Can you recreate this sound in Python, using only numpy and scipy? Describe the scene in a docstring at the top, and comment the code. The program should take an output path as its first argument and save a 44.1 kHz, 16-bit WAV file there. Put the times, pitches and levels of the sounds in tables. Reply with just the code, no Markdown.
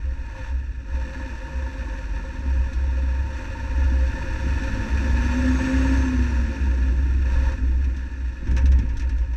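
"""Diesel truck in slow traffic

Heard from the cab, a four-cylinder diesel revs up, pulls away and eases off.
Its firings are sine lines that drone and noise bursts that knock and clatter through resonant panels.
Low noise shakes the chassis and a wavering tone booms in the cab, over fan air and a thin whine.
A car hums past early on; near the end noise bursts make a heavy jolt and rattling fittings."""
import sys
import numpy as np
from scipy import signal
from scipy.fft import rfft, irfft
from scipy.io import wavfile

SR = 44100
rng = np.random.default_rng(int(sys.argv[2]) if len(sys.argv) > 2 else 0)


def output_pcm(signal):
    """Save a mono or channel-first signal as 16-bit PCM at the path in sys.argv[1].

    Samples are clipped to [-1, 1] before scaling.
    """
    pcm = np.clip(np.atleast_2d(signal).T, -1, 1) * 32767
    wavfile.write(sys.argv[1], SR, np.round(pcm).astype(np.int16))


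N = 412776
TIME = np.arange(N) / SR  # seconds
FREQ = np.fft.rfftfreq(N, 1 / SR)  # Hz


def undb(db):
    """Turn decibels into a gain."""
    return 10 ** (np.asarray(db) / 20)


def unit(x):
    """Scale a signal to a standard level: rms 1."""
    return x / np.std(x)


def noise():
    """White noise: an independent random value at every sample."""
    return rng.standard_normal(N)


def tone(cycles):
    """A sine wave from its running count of cycles."""
    return np.sin(2 * np.pi * cycles)


def curves(table):
    """Join the points of each column of a timed table by straight lines."""
    seconds, *columns = np.transpose(table)
    return [np.interp(TIME, seconds, column) for column in columns]


def walk(rate):
    """Smooth random wandering of rms 1 that changes about rate times a second."""
    slow_part = np.exp(-(FREQ / rate) ** 2) * (FREQ > 0)
    return unit(irfft(rfft(noise()) * slow_part, N))


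def colour(points):
    """Noise of rms 1 whose spectrum follows (Hz, dB) points and falls away above them."""
    hz, db = np.transpose(points)
    gain = undb(np.interp(np.log(FREQ + 1), np.log(hz), db))
    gain = gain / (1 + (FREQ / hz[-1] / 2) ** 4)
    return unit(irfft(rfft(noise()) * gain, N))


def ring(x, modes):
    """Let a signal excite steep-sided resonances, which ring only after they are struck; rms 1."""
    power = 0
    for hz, width, db in modes:
        detuning = (FREQ ** 2 - hz ** 2) / (width * (FREQ + 1))
        power = power + undb(db) ** 2 / (1 + detuning ** 2) ** 2
    # Keeping only the first half of the cepstrum makes the filter causal: no sound before the blow
    cepstrum = irfft(np.log(power + 1e-10), N)
    response = np.exp(rfft(cepstrum[:N // 2], N))
    return unit(irfft(rfft(x) * response, N))


def turns(hz):
    """Count the cycles since the start."""
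    return np.cumsum(hz) / SR


def swells(rows, attack_s, release_s):
    """Add up gains that each rise, hold and die away, from rows of start, held time and dB."""
    total = 0
    for start, held, db in rows:
        rise = np.clip((TIME - start) / attack_s, 0, 1)
        fall = np.exp(-np.clip((TIME - start - held) / release_s, 0, 20))
        total = total + undb(db) * rise * fall
    return total


def blows(times, levels_db, decay_s, modes):
    """Short bursts of contact noise, quick to build and slower to die, set a group of modes ringing."""
    force = np.zeros(N)
    rise_s = .0015
    for seconds, db in zip(times, levels_db):
        start = int(seconds * SR)
        age = TIME[:N - start]
        rise = np.minimum(age / rise_s, 1)
        force[start:] += undb(db) * rise * np.exp(-np.minimum(age / decay_s, 20))
    force_rms = np.sqrt(np.mean(force ** 2))
    return force_rms * ring(force * noise(), modes)


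def bursts(cycle, decay, scatter_db, steady):
    """Noise flares once a cycle with random strength and dies by decay (in cycles) to a steady floor."""
    strength = undb(scatter_db * rng.standard_normal(N // 100))[cycle.astype(int)]
    flare = strength * np.exp(-(cycle % 1) / decay)
    return noise() * (abs(steady) + flare)


# Hum of the passing car. Each row: start in seconds, held time in seconds, level in dB.
CAR_PASSES = [(1.35, 0.81, -27.5)]
CAR_HZ, CAR_SAG_HZ_PER_S = 55.5, 10.3


def passing_car(rough, attack_s, release_s):
    """A low exhaust hum with wavering strength sinks in pitch as a car draws past."""
    hz = CAR_HZ - CAR_SAG_HZ_PER_S * (TIME - CAR_PASSES[0][0])
    hum = (1 + rough * walk(12)) * tone(turns(hz))
    return swells(CAR_PASSES, attack_s, release_s) * hum


# Strength of the cylinders in firing order. One value for each: relative level in dB.
CYLINDER_STRENGTHS = [1, -9, 1.5, -10]


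def firings(cycle, scatter_db):
    """Each firing gives a short push; the four cylinders differ, with some chance from push to push."""
    count = cycle.astype(int)
    strength_db = np.array(CYLINDER_STRENGTHS)[count % len(CYLINDER_STRENGTHS)]
    strength_db = strength_db + scatter_db * rng.standard_normal(count[-1] + 1)[count]
    push = np.exp(-((cycle % 1 - .5) / 0.028) ** 2)
    return unit(undb(strength_db) * push)


# Tone of the chassis shake. Each row: frequency in Hz, relative level in dB.
SHAKE_SPECTRUM = [(5, -17.5), (12, -11.5), (24, 5), (34, -7.5), (50, 7), (70, -8.5), (80, -17.5),
                  (92, -4.5), (110, -9.5), (160, -48.5)]
# How strongly the chassis shakes. Each row: time in seconds, level in dB before shake_db is added.
SHAKE_LEVELS = [(0.0, -35.5), (2.19, -44.5), (2.61, -34), (3.05, -40), (4.35, -34), (4.8, -29), (4.95, -37),
                (6.67, -42.5), (7.32, -33), (7.35, -28.5), (8.26, -45), (8.58, -26), (9.36, -35.5)]
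# Road rumble in the panels, following the truck's pace.
# Each row: time in seconds, level in dB before rumble_db is added.
ROAD_LEVELS = [(0, -56), (.8, -56), (1.1, -50.5), (3.4, -49.5), (4, -46), (5.8, -39), (7, -45),
               (7.55, -45.5), (8.4, -54), (9.36, -56.5)]
# Low panel resonances, also used by the jolt. Each row: frequency in Hz, width in Hz, relative level in dB.
RUMBLE_RESONANCES = [(91.8, 19, 9), (147, 23.6, 2.5), (208.2, 28, 1.5), (262, 45.7, 6), (323, 67, -2.5),
                     (346, 25.4, -6), (447, 62, -12.5)]
# Booms of the cab over bumps in the road. Each row: start in seconds, held time in seconds, level in dB.
BUMP_BOOMS = [(.02, 0.074, -23.5), (.48, 0.11, -24), (.9, .1, -22.5), (1.52, .12, -25), (2.44, 0.18, -19.5),
              (2.72, 0.49, -21.5), (3.73, 0.33, -18), (4.4, .14, -23.5), (4.9, .07, -18),
              (5.04, 0.098, -18.5), (5.24, 0.34, -20.5), (5.72, 0.29, -19), (6.13, 0.32, -22.5),
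              (6.58, .9, -20), (7.6, .28, -20.5), (8.47, .08, -17.5), (8.61, 0.15, -13)]
BOOM_HZ, BOOM_WANDER_HZ = 64.1, 2.08
BOOM_ATTACK_S, BOOM_RELEASE_S = 0.046, 0.051
# The weaker boom between bumps, growing steadily from start to end
SWAY_START_DB, SWAY_DB_PER_S, SWAY_SCATTER_DB = -36, 0.86, 5.5


def cab(cycle, shake_db, rumble_db, uneven_db):
    """Road and firings shake chassis and panels; the lowest cab resonance booms at bumps and sways between."""
    shake, = curves(SHAKE_LEVELS)
    rumble, = curves(ROAD_LEVELS)
    sway = undb(SWAY_START_DB + SWAY_DB_PER_S * TIME + SWAY_SCATTER_DB * np.tanh(walk(11)))
    boom = np.hypot(sway, swells(BUMP_BOOMS, BOOM_ATTACK_S, BOOM_RELEASE_S))
    boom_hz = BOOM_HZ + BOOM_WANDER_HZ * walk(14.7)
    swing = undb(uneven_db * np.tanh(walk(33))) * tone(turns(boom_hz))
    road_share = .6
    panels = road_share * ring(noise(), RUMBLE_RESONANCES)
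    panels = panels + (1 - road_share) * ring(firings(cycle, scatter_db=4.0), RUMBLE_RESONANCES)
    chassis = undb(shake + shake_db) * colour(SHAKE_SPECTRUM)
    return boom * unit(swing) + chassis + undb(rumble + rumble_db) * unit(panels)


# Suspension thuds of the jolt. Each row: start in seconds, level in dB before thud_db is added.
SUSPENSION_THUDS = [(8.425, -37), (8.469, -29), (8.516, -25), (8.549, -26.5), (8.64, -29), (8.698, -35),
                    (8.785, -26.5), (8.831, -29.5)]
# Body resonances set off by the thuds. Each row: frequency in Hz, width in Hz, relative level in dB.
THUD_RESONANCES = [(124, 37, 4.5), (168, 49, 3), (260, 74, 2.5), (340, 71, -10.5)]
# The body's shudder through the jolt. Each row: start in seconds, held time in seconds, level in dB.
BODY_SHUDDER = [(8.45, 0.3, -37.5)]
# Panel resonances that knocks excite, also used by the rattles and the diesel.
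# Each row: frequency in Hz, width in Hz, relative level in dB.
KNOCK_RESONANCES = [(529.2, 26.6, 1.8), (602, 64, -14.5), (734, 500, -31), (921, 71.3, -2.5),
                    (1071, 126, -15)]
# Clack of the mounts, also used by the rattles. Each row: frequency in Hz, width in Hz, relative level in dB.
MOUNT_RESONANCES = [(1380, 380, -4.5), (1730, 260, 5), (2250, 510, -5.5), (2560, 520, -3)]


def jolt(thud_db, decay_s, knock_db, chatter_db, settle_s):
    """The suspension takes a run of heavy blows; panels shudder and mounts chatter until it settles."""
    seconds, db = np.transpose(SUSPENSION_THUDS)
    thuds = blows(seconds, db + thud_db, decay_s, THUD_RESONANCES)
    panels = ring(noise(), RUMBLE_RESONANCES) + undb(knock_db) * ring(noise(), KNOCK_RESONANCES)
    uneven_noise = noise() * undb(4.6 * walk(60))
    chatter = undb(chatter_db) * ring(uneven_noise, MOUNT_RESONANCES)
    shudder = swells(BODY_SHUDDER, attack_s=0.027, release_s=settle_s)
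    return thuds + shudder * (panels + chatter)


# Loose fittings. Each row: start in seconds, level in dB before each part's own setting is added,
# brightness in dB (added to the high ring, taken from the panel knock).
FITTING_RATTLES = [(2.731, -46, 6), (3.441, -43, -7), (4.635, -35.5, -3), (7.519, -39.5, -3.5),
                   (7.842, -42, -2), (7.964, -46, 4), (8.469, -40, -3), (8.51, -40.5, 2.5),
                   (8.565, -31, -2), (8.578, -41.5, 1), (8.616, -52, 1.5), (8.655, -35.5, 2),
                   (8.717, -35, -1.5), (8.787, -37.5, -2.5), (8.89, -42.5, -3.5), (8.969, -51, 13.5),
                   (8.995, -39, 1), (9.019, -44, -1.5), (9.092, -40.5, 1), (9.181, -47.5, 1.5),
                   (9.214, -46, -8.5), (9.333, -42.5, -6.5)]
# Ring of the fittings themselves. Each row: frequency in Hz, width in Hz, relative level in dB.
FITTING_RESONANCES = [(3650, 1300, 9), (4550, 1400, 0), (5713, 1300, 10.5), (6050, 860, 0),
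                      (7800, 1300, -4), (10500, 6500, -17.5)]


def rattles(ring_db, clack_db, knock_db, ring_s, clack_s, knock_s):
    """Each loose fitting chatters briefly: it rings high, clacks on its mount and knocks the panels."""
    seconds, db, bright = np.transpose(FITTING_RATTLES)
    fitting = blows(seconds, db + bright + ring_db, ring_s, FITTING_RESONANCES)
    mount = blows(seconds, db + clack_db, clack_s, MOUNT_RESONANCES)
    panels = blows(seconds, db - bright + knock_db, knock_s, KNOCK_RESONANCES)
    return fitting + mount + panels


# Tone of the fan and intake air. Each row: frequency in Hz, relative level in dB.
AIR_SPECTRUM = [(300, -2), (700, -0.5), (1200, -1), (2200, 1), (3200, -11), (5000, -10.5), (6200, -9.5),
                (7100, -18.5), (7900, -20), (9000, -22), (12000, -31), (15000, -35.5)]
# Lines of the whine. Each row: multiple of its base pitch, relative level in dB,
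# pitch flutter as a share of the pitch.
WHINE_PARTS = [(0.999, -6, 0.0071), (5.72, -10, 0.025), (7, -18.5, 0.0083)]
# Base pitch and level at the top of the arch, and how they fall with time squared
WHINE_TOP_S, WHINE_HZ, WHINE_SAG_HZ_PER_S2 = 5.71, 1127, 300
WHINE_DB, WHINE_FADE_DB_PER_S2 = -41.5, 20


def accessories(clatter_db, air_db, air_growth):
    """Fan and intake air swells with the clatter; a thin, unsteady whine arches over the highest revs."""
    air = undb(air_db + air_growth * (clatter_db - clatter_db.max())) * colour(AIR_SPECTRUM)
    arch = np.minimum((TIME - WHINE_TOP_S) ** 2, 2)  # seconds squared, held at 2 farther out
    hz = WHINE_HZ - WHINE_SAG_HZ_PER_S2 * arch
    whine = np.zeros(N)
    for multiple, line_db, flutter in WHINE_PARTS:
        spin = turns(multiple * hz * (1 + flutter * walk(120)))
        whine += undb(line_db + 5.4 * np.tanh(walk(25))) * tone(spin)
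    return air + undb(WHINE_DB - WHINE_FADE_DB_PER_S2 * arch) * whine


# How knock and clatter grow with the revs. Each holds: coasting level in dB at idle, its growth in dB
# per octave of revs, added load level in dB at idle, its growth in dB per octave.
KNOCK_GROWTH = (-56.5, 20, -44.5, 2.5)
CLATTER_GROWTH = (-51, 17, -45.5, 8)
IDLE_HZ = 37  # firing rate taken as idle


def effort(law, firing_hz, pedal):
    """Level in dB of a coasting part and a part under load, each growing with the revs."""
    coast_db, coast_slope, load_db, load_slope = law
    octaves = np.log2(firing_hz / IDLE_HZ)
    coast = undb(coast_db + coast_slope * octaves)
    load = pedal * undb(load_db + load_slope * octaves)
    return 20 * np.log10(np.hypot(coast, load))


# Higher panel resonances that ticks excite. Each row: frequency in Hz, width in Hz, relative level in dB.
CLATTER_RESONANCES = [(1278, 100, -10.5), (1419, 113, -4), (1589, 200, -6), (1733, 163, 1.5),
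                      (1860, 140, -9), (2110, 270, -17.5), (2483, 158, -6), (2660, 440, -11),
                      (3536, 250, -16.5), (3850, 220, -18.5), (4404, 400, -19.5), (4970, 610, -30.5),
                      (5630, 460, -18), (6220, 630, -23.5), (7620, 810, -28), (11500, 7800, -48)]


def diesel(cycle, knock_db, clatter_db):
    """Combustion knocks the large panels; valves and injectors tick twice as often into higher modes."""
    panels = ring(bursts(cycle, decay=0.38, scatter_db=3.0, steady=0.64), KNOCK_RESONANCES)
    ticks = bursts(2 * cycle, decay=0.89, scatter_db=1.5, steady=1.0) * undb(1.07 * walk(45))
    return undb(knock_db) * panels + undb(clatter_db) * ring(ticks, CLATTER_RESONANCES)


def resonance(peak, firing_hz):
    """Gain as the revs sweep through a resonance."""
    hz, width, db, slope = peak
    growth = undb(db + slope * np.log2(firing_hz / hz))
    return growth / np.hypot(1, 2 * (firing_hz - hz) / width)


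# Lines of the exhaust throb. Each row: multiple of the firing rate, relative level in dB.
THROB_LINES = [(0.499, -14), (.75, -9.5), (1, -1), (1.251, -15), (1.5, -10), (1.75, -15), (2.002, -25.5),
               (2.251, -18)]
# Exhaust resonances met as the revs climb. Each holds: firing rate in Hz, width in Hz,
# gain at the peak in dB, growth in dB per octave of revs.
DRONE_RESONANCE = (64, 4, -22, 22)
THROB_RESONANCE = (60, 6.5, -23.5, 3.5)
THROB_COASTING = 0.65  # share of the throb left with the pedal up


def exhaust(cycle, firing_hz, pedal, rough):
    """Unequal cylinders throb near quarters of the firing rate; its fourth multiple drones at high revs."""
    throb = resonance(THROB_RESONANCE, firing_hz) * (THROB_COASTING + (1 - THROB_COASTING) * pedal)
    lines = 0
    for order, db in THROB_LINES:
        strength = undb(db) * (1 + rough * walk(18))
        lines = lines + strength * tone(order * cycle + rng.random())
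    wavering_phase = 2 * np.pi * 4 * cycle + 0.06 * walk(28)
    note = (1 + 0.26 * walk(15)) * np.sin(wavering_phase)
    return throb * lines + resonance(DRONE_RESONANCE, firing_hz) * note


# Engine speed, before its small wandering. Each row: time in seconds, firing rate in Hz.
ENGINE_SPEED = [(0, 36.94), (.85, 35.92), (1.2, 38.8), (2.6, 38.15), (3.2, 39.03), (3.7, 41.17),
                (4.1, 46.42), (5, 56.5), (5.45, 64.07), (5.97, 66.93), (6.2, 61.97), (6.75, 52.8),
                (7.2, 46.5), (7.6, 43.32), (9.36, 36.92)]
# How far the accelerator is held down, in stretches; from .84 to 6 s they overlap as one long press.
# Each row: start in seconds, held time in seconds, strength in dB.
PEDAL_STRETCHES = [(0, 0.3, -7.5), (.26, .24, -1), (.84, 1.21, 0), (2.05, 1.216, -1.5), (3.25, 2.73, 1),
                   (7.2, .31, 2)]
PEDAL_ATTACK_S, PEDAL_RELEASE_S = 0.12, .055
HUNT_SHARE = .014  # how far the revs wander at idle; they steady as they climb


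def scene():
    """Add the engine, cab and fittings together, with a car going by outside."""
    firing_hz, = curves(ENGINE_SPEED)
    pedal = swells(PEDAL_STRETCHES, PEDAL_ATTACK_S, PEDAL_RELEASE_S)
    knock_db = effort(KNOCK_GROWTH, firing_hz, pedal)
    clatter_db = effort(CLATTER_GROWTH, firing_hz, pedal)
    hunting = HUNT_SHARE * (IDLE_HZ / firing_hz) ** 4 * walk(3)
    cycle = turns(firing_hz * (1 + hunting + .003 * walk(9.3)))  # firings counted so far
    car = passing_car(rough=.23, attack_s=.5, release_s=0.13)
    body = cab(cycle, shake_db=5.5, rumble_db=10.0, uneven_db=0.55)
    body = body + jolt(thud_db=2.5, decay_s=0.013, knock_db=-14, chatter_db=-14.5, settle_s=0.37)
    loose = rattles(ring_db=-6, clack_db=-3.5, knock_db=-7.5, ring_s=0.013, clack_s=0.026, knock_s=0.029)
    engine = accessories(clatter_db, air_db=-42, air_growth=1.09)
    engine = engine + diesel(cycle, knock_db, clatter_db)
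    engine = engine + exhaust(cycle, firing_hz, pedal, rough=0.23)
    return (car + body + loose + engine)[None]


TOP_HZ = 15300


def record(dry):
    """Open softly, round the loudest peaks and cut the treble above TOP_HZ."""
    dry = dry * np.minimum(TIME / .003, 1)
    ceiling = 0.42
    rounded = dry / (1 + (dry / ceiling) ** 4) ** (1 / 4)
    low_pass = signal.ellip(8, .2, 70, TOP_HZ, fs=SR, output="sos")
    return signal.sosfilt(low_pass, rounded)


dry = scene()
out = record(dry)
output_pcm(out)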